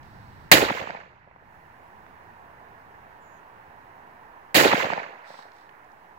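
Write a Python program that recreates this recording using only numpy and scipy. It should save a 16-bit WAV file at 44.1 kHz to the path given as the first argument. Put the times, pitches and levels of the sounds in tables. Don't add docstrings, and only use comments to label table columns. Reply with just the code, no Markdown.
import sys
import numpy as np
from scipy import signal
from scipy.io import wavfile
from scipy.ndimage import uniform_filter1d

SR = 44100
rng = np.random.default_rng(int(sys.argv[2]) if len(sys.argv) > 2 else 0)


def store_pcm(level_fs):
    pcm = np.round(np.clip(level_fs, -1, 1) * 32767).astype(np.int16)
    wavfile.write(sys.argv[1], SR, np.atleast_2d(pcm).T)


N = 272538

# start in seconds, level in dB, corner below
# which the bass fades in Hz, hold on the front in dB, sinking at first in dB, sinking at last in dB,
# time from first to last in seconds.
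SHOTS = [(0.5154, 0.5, 54.9, 0, -5, -7.5, .75), (4.5443, 2, 136, -22, -4.5, 0.5, 0.18)]
# delay in seconds, level in dB, pitch in Hz, left minus right in dB,
# smear in seconds.
WALL_ECHOES = [(0.0249, -8, 357.5, -2, 0.013), (0.044, -13.5, 1530, -2, .012),
               (.061, -15, 296.4, -1, 0.014), (0.0685, -1.5, 1830, -5.5, .014),
               (0.1068, -9.5, 617, 4.5, 0.024), (0.1102, -9, 319, -6, 0.0064), (.116, -19, 770, 9, 0.0071),
               (0.121, -14, 382, -5, 0.011), (0.133, -16, 1840, -4, 0.016), (.148, -20, 760, -1, 0.012),
               (0.186, -9.5, 1600, 1.5, 0.023), (0.1903, -11, 810, 1.5, 0.013),
               (0.1974, -18, 220, 0, 0.0086), (0.2355, -21.5, 600, 3, 0.016),
               (0.2605, -17.5, 1040, -5, 0.013), (0.299, -17, 840, -0.5, 0.024),
               (0.3036, -28.5, 170, -2, 0.005), (0.359, -22.5, 920, -13, 0.0044),
               (0.3859, -18, 800, -5, 0.013), (.3918, -18.5, 1737, -7.5, .006),
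               (0.418, -28, 810, -2, 0.027), (0.435, -20.5, 800, -2, 0.011), (0.4566, -26, 760, 1, 0.0099),
               (0.76, -36.5, 710, -3, 0.021), (.797, -37, 780, -3, 0.015), (0.8465, -31, 870, 3, 0.0036),
               (.91, -44, 600, 0, .008)]
# delay in seconds, level in dB, extra level of the treble in dB.
LEAF_SCATTER = [(0, 1.5, 1), (.02, -5.5, -0.5), (.07, -13.5, 4), (.2, -20, -3), (.26, -25.5, 11),
                (.33, -27, 5.5), (.46, -32, 8.5), (.6, -45.5, 18.5), (.8, -44, 11), (1, -51.5, 0),
                (1.3, -45.5, 0)]
# frequency in Hz, share as a factor.
TREBLE_SHARE = [(2500, 0.13), (9000, 1)]
# frequency in Hz, relative density in dB per Hz.
REPORT_SPECTRUM = [(30, -20), (150, -15.5), (310, -10.5), (680, -5), (1220, -11), (1860, -5), (2150, -6.5),
                   (2750, -7.5), (3300, -11.5), (4600, -13.5), (5600, -23), (7100, -17.5), (8740, -27),
                   (16000, -22)]
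# frequency in Hz, time to fall by 60 dB in seconds.
AIR_T60 = [(40, .5), (150, 1.5), (300, 0.83), (600, 3.6), (1500, 10), (3000, 1.8), (6000, 1.2),
           (9500, 0.54), (15000, 0.73)]
# frequency in Hz, factor on the sinking in dB.
DIP_DEPTH = [(200, 0.91), (1500, .9), (4000, 1.2), (10000, 2.2)]
# frequency in Hz, relative density in dB per Hz.
TRAFFIC_SPECTRUM = [(21, -41), (40, -10.5), (60, -1.5), (130, -5.5), (284, -10.5), (390, -9), (550, -11),
                    (920, 0.5), (1250, -9), (1800, -7), (2150, -15), (2750, -21), (3300, -29.5),
                    (4300, -33), (9000, -43.5), (15700, -37.5)]
# time in seconds, tyre roar in dB, engine rumble in dB, both before the shares.
PASSING = [(0, -1, 8.5), (.45, -0.5, 8.5), (1.3, -2.5, 2.5), (1.7, -1, -3.5), (2.1, 1, -0.5),
           (2.5, 1.5, -2.5), (3, 1.66, -2), (3.5, 1.5, -4), (4.1, 2, -3), (4.5, 2, -5), (5.3, 3, -14.5),
           (5.7, -0.5, -8), (6.2, -1, -6.5)]
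# frequency in Hz, share of the roar, share of the rumble.
PASSING_SHARES = [(147.7, 0, 0.98), (450, 0.98, 0), (2516, 0.74, 0.13), (5000, 0.055, 0.13)]
# frequency in Hz, likeness from 0 to 1.
PORT_LIKENESS = [(60, 0.84), (300, 0.51), (800, 1), (1500, 0.22), (3000, 0.13), (6000, .2), (15000, 0.065)]
# frequency in Hz, left minus right in dB.
PORT_BALANCE = [(60, -2), (110, 0.5), (200, 0), (380, -3.5), (700, -4), (1290, -6.0), (2380, -9),
                (4400, -4.5), (8120, 0.5), (15000, 0)]
# start in seconds, time until it lets go in seconds, level in dB.
RUSTLES = [(0.0, 0.47, -69), (5.23, 0.17, -57), (5.5, .12, -68.5)]
# frequency in Hz, relative density in dB per Hz.
CLOTH_SPECTRUM = [(1500, -39), (2600, -11), (3500, 1.5), (4200, 2), (5700, -4.5), (6500, -16),
                  (8000, -10.5), (10100, -25), (16000, -21)]
# start in seconds, level before panning in dB, pitch in Hz.
TICKS = [(0.031, -49.5, 3180), (.33, -68, 5200), (2.065, -38, 890), (5.387, -44, 1510), (5.425, -50, 3420),
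         (5.518, -53, 3600), (5.533, -66, 4500), (5.565, -59, 4500), (5.584, -58, 4300), (5.611, -58, 3500),
         (5.693, -45, 1850), (5.845, -65, 5000), (5.918, -62, 5000)]
# time in seconds, level before panning in dB, pitch in Hz.
BIRD_CALL = [(3.19, -76, 7640), (3.24, -75, 7000), (3.3, -74.5, 6850), (3.36, -74, 6800), (3.42, -78, 6080)]

TRAFFIC_DB = -52
LAG_S = 0.00031
EDGE_HZ = 15950
OFFSET = -.0005
FRONT_S, SINK_WAIT_S, SINK_S, RETURN_S = 0.014, .014, 0.027, 0.24
RUSTLE_RISE_S, RUSTLE_FALL_S, RUSTLE_EDGE_DB = 0.048, 0.12, -18


def gain_of(db):
    return 10 ** (np.asarray(db) / 20)


def evened(x):
    return x / np.sqrt(np.mean(x ** 2) + 1e-20)


def read(points, hz, axis=1):
    table = np.transpose(points)
    return np.interp(np.log(hz + 1), np.log(table[0] + 1), table[axis])


def along(rows, t, axis=1):
    table = np.transpose(rows)
    return np.interp(t, table[0], table[axis])


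def add(mix, s, sound):
    part = mix[:, round(s * SR):][:, :sound.shape[1]]
    part += sound[:, :part.shape[1]]


def smoothed_patches(s, hz, bins, frames):
    field = rng.standard_normal((len(s), len(hz))).T
    field = uniform_filter1d(field, size=bins, axis=0)
    return evened(uniform_filter1d(field, size=frames, axis=1))


def at_ports(right, other, field_db, size, wide=0.94):
    overlap = size - size // 4
    hz, t, z = signal.stft([right, other], SR, nperseg=size, noverlap=overlap)
    same = np.clip(wide * read(PORT_LIKENESS, hz), 0, 1)[:, None]
    late = np.exp(-2j * np.pi * hz * LAG_S)[:, None]
    left = same * late * z[0] + np.sqrt(1 - same ** 2) * z[1]
    left = left * gain_of(read(PORT_BALANCE, hz))[:, None]
    pair = np.array([left, z[0]]) * gain_of(field_db(hz[:, None], t))
    return signal.istft(pair, SR, nperseg=size, noverlap=overlap)[1][:, :len(right)]


def dip_db(t):
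    total = 0 * t
    for s, _, _, front_db, first_db, last_db, stay_s in SHOTS:
        turns = s + SINK_WAIT_S + np.cumsum([0, SINK_S, stay_s, RETURN_S])
        sinking = np.interp(t, turns, [0, first_db, last_db, 0])
        since = np.maximum(t - s, 0)
        total += sinking + (t >= s) * front_db * np.exp(-since / FRONT_S)
    return total


def traffic():
    def field_db(hz, t):
        patches = smoothed_patches(t, hz, bins=12, frames=8)
        roar = read(PASSING_SHARES, hz) * along(PASSING, t)
        rumble = read(PASSING_SHARES, hz, axis=2) * along(PASSING, t, axis=2)
        extra_dip = (read(DIP_DEPTH, hz) - 1) * dip_db(t)
        return read(TRAFFIC_SPECTRUM, hz) + roar + rumble + extra_dip + 0.68 * patches
    pair = at_ports(*rng.standard_normal((2, N)), field_db, size=1024)
    between_shots = pair[:, 2 * SR:4 * SR].mean(0)
    return gain_of(TRAFFIC_DB) * pair / np.std(between_shots)


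def bird(width_hz=300):
    t = np.arange(BIRD_CALL[0][0], BIRD_CALL[-1][0], 1 / SR)
    low_pass = signal.butter(2, width_hz, fs=SR, output="sos")
    blur = signal.sosfilt(low_pass, rng.standard_normal((2, 2, len(t))))
    carrier = np.exp(2j * np.pi * np.cumsum(along(BIRD_CALL, t, axis=2)) / SR)
    call = evened(((blur[0] + 1j * blur[1]) * carrier).real)
    level_db = along(BIRD_CALL, t) + [[-1.5], [4]]
    return call * gain_of(level_db) * signal.windows.tukey(len(t), .4)


def rustle(length, db):
    turns = np.array([0, RUSTLE_RISE_S, length, length + RUSTLE_FALL_S])
    t = np.arange(0, turns[-1], 1 / SR)
    crackle_db = 2.0 * np.minimum(rng.exponential(1, len(t)), 5)
    grains = rng.standard_normal((2, len(t))) * gain_of(crackle_db)
    pair = at_ports(*grains, lambda hz, s: read(CLOTH_SPECTRUM, hz) + 0 * s, size=256)
    shape_db = RUSTLE_EDGE_DB * np.interp(t, turns, [1, 0, 0, 1])
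    return evened(pair) * gain_of(db + shape_db) * signal.windows.tukey(len(t), .1)


def tick(db, hz, t60=0.016):
    t = np.arange(900) / SR
    band = signal.butter(2, [hz / 1.4, hz * 1.4], "band", fs=SR, output="sos")
    noise = evened(signal.sosfilt(band, rng.standard_normal((2, 900))))
    return gain_of([[db - 3], [db + 2]]) * noise * gain_of(-60 * t / t60)


def slap(db, hz, pan_db, smear_s, turns=2.4, boom_db=-17, crack_db=-7, smear_db=-5):
    u = np.arange(0, turns, hz / SR)
    v = np.arange(0, 1, 170 / SR)
    wave = gain_of(boom_db) * np.sin(2 * np.pi * v) * np.sin(np.pi * v)
    crack = gain_of(crack_db) * np.sin(2 * np.pi * 2.7 * u) * np.exp(-1.5 * u)
    front = (np.sin(2 * np.pi * u) + crack) * np.sin(np.pi * u / turns)
    wave[:len(u)] += front[:len(v)]
    spread = np.exp(-(np.arange(-500, 500) / (SR * smear_s / 2)) ** 2)
    copies = rng.standard_normal((2, 1000)) * spread
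    copies *= gain_of(smear_db) * np.sqrt(smear_s / .006) / np.linalg.norm(copies[0])
    copies[[0, 1], [500 + round(LAG_S * SR), 500]] += 1
    sides = gain_of([[db + pan_db / 2], [db - pan_db / 2]])
    return sides * signal.fftconvolve(copies, wave[None], axes=1)


def leafy_wash(t):
    def field_db(hz, s):
        air_db = 60 * s / np.maximum(read(AIR_T60, hz), .1)
        clumps = smoothed_patches(s, hz, bins=8, frames=6)
        clumps_db = 3.8 * clumps * np.clip(1.2 - hz / 7000, .2, 1)
        treble_db = read(TREBLE_SHARE, hz) * along(LEAF_SCATTER, s, axis=2)
        return read(REPORT_SPECTRUM, hz) - air_db + clumps_db + treble_db
    sizes = gain_of(2 * np.minimum(rng.exponential(1, (2, len(t))), 5))
    wash = at_ports(*(rng.standard_normal((2, len(t))) * sizes), field_db, size=256, wide=.9)
    return wash / np.std(wash[1, :1300]) * gain_of(along(LEAF_SCATTER, t))


def report(count=160):
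    t = np.arange(round(1.3 * SR)) / SR
    out = leafy_wash(t)
    u = t / 0.0021
    out += gain_of(-8) * (1 - u) * np.exp(-u)
    lead_s = 500 / SR + .001
    for when, size, pitch, side in rng.random((count, 4)):
        s = .03 + .6 * when
        db = along(LEAF_SCATTER, s) + 2 - 12 * size
        trunk = slap(db, hz=450 * 5.5 ** pitch, pan_db=12 * side - 9.5, smear_s=0.0045)
        add(out, s - lead_s, trunk)
    for s, db, hz, pan_db, smear_s in WALL_ECHOES:
        add(out, s - lead_s, slap(db, hz, pan_db, smear_s))
    return out


def scene():
    mix, shot = traffic(), report()
    for s, db, low_hz, *_ in SHOTS:
        bass_fade = signal.butter(2, low_hz, "high", fs=SR, output="sos")
        add(mix, s, gain_of(db) * signal.sosfilt(bass_fade, shot))
    for s, length, db in RUSTLES:
        add(mix, s, rustle(length, db))
    for s, db, hz in TICKS:
        add(mix, s, tick(db, hz))
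    add(mix, BIRD_CALL[0][0], bird())
    return mix


def record(dry):
    sunk = (dry + OFFSET) * gain_of(dip_db(np.arange(N) / SR))
    clipped = np.clip(sunk, -.92, .92)
    edge = signal.firwin(255, EDGE_HZ, window=("kaiser", 7), fs=SR)
    return np.clip(signal.oaconvolve(clipped, edge[None], "same"), -1, 1)


dry = scene()
out = record(dry)
store_pcm(out)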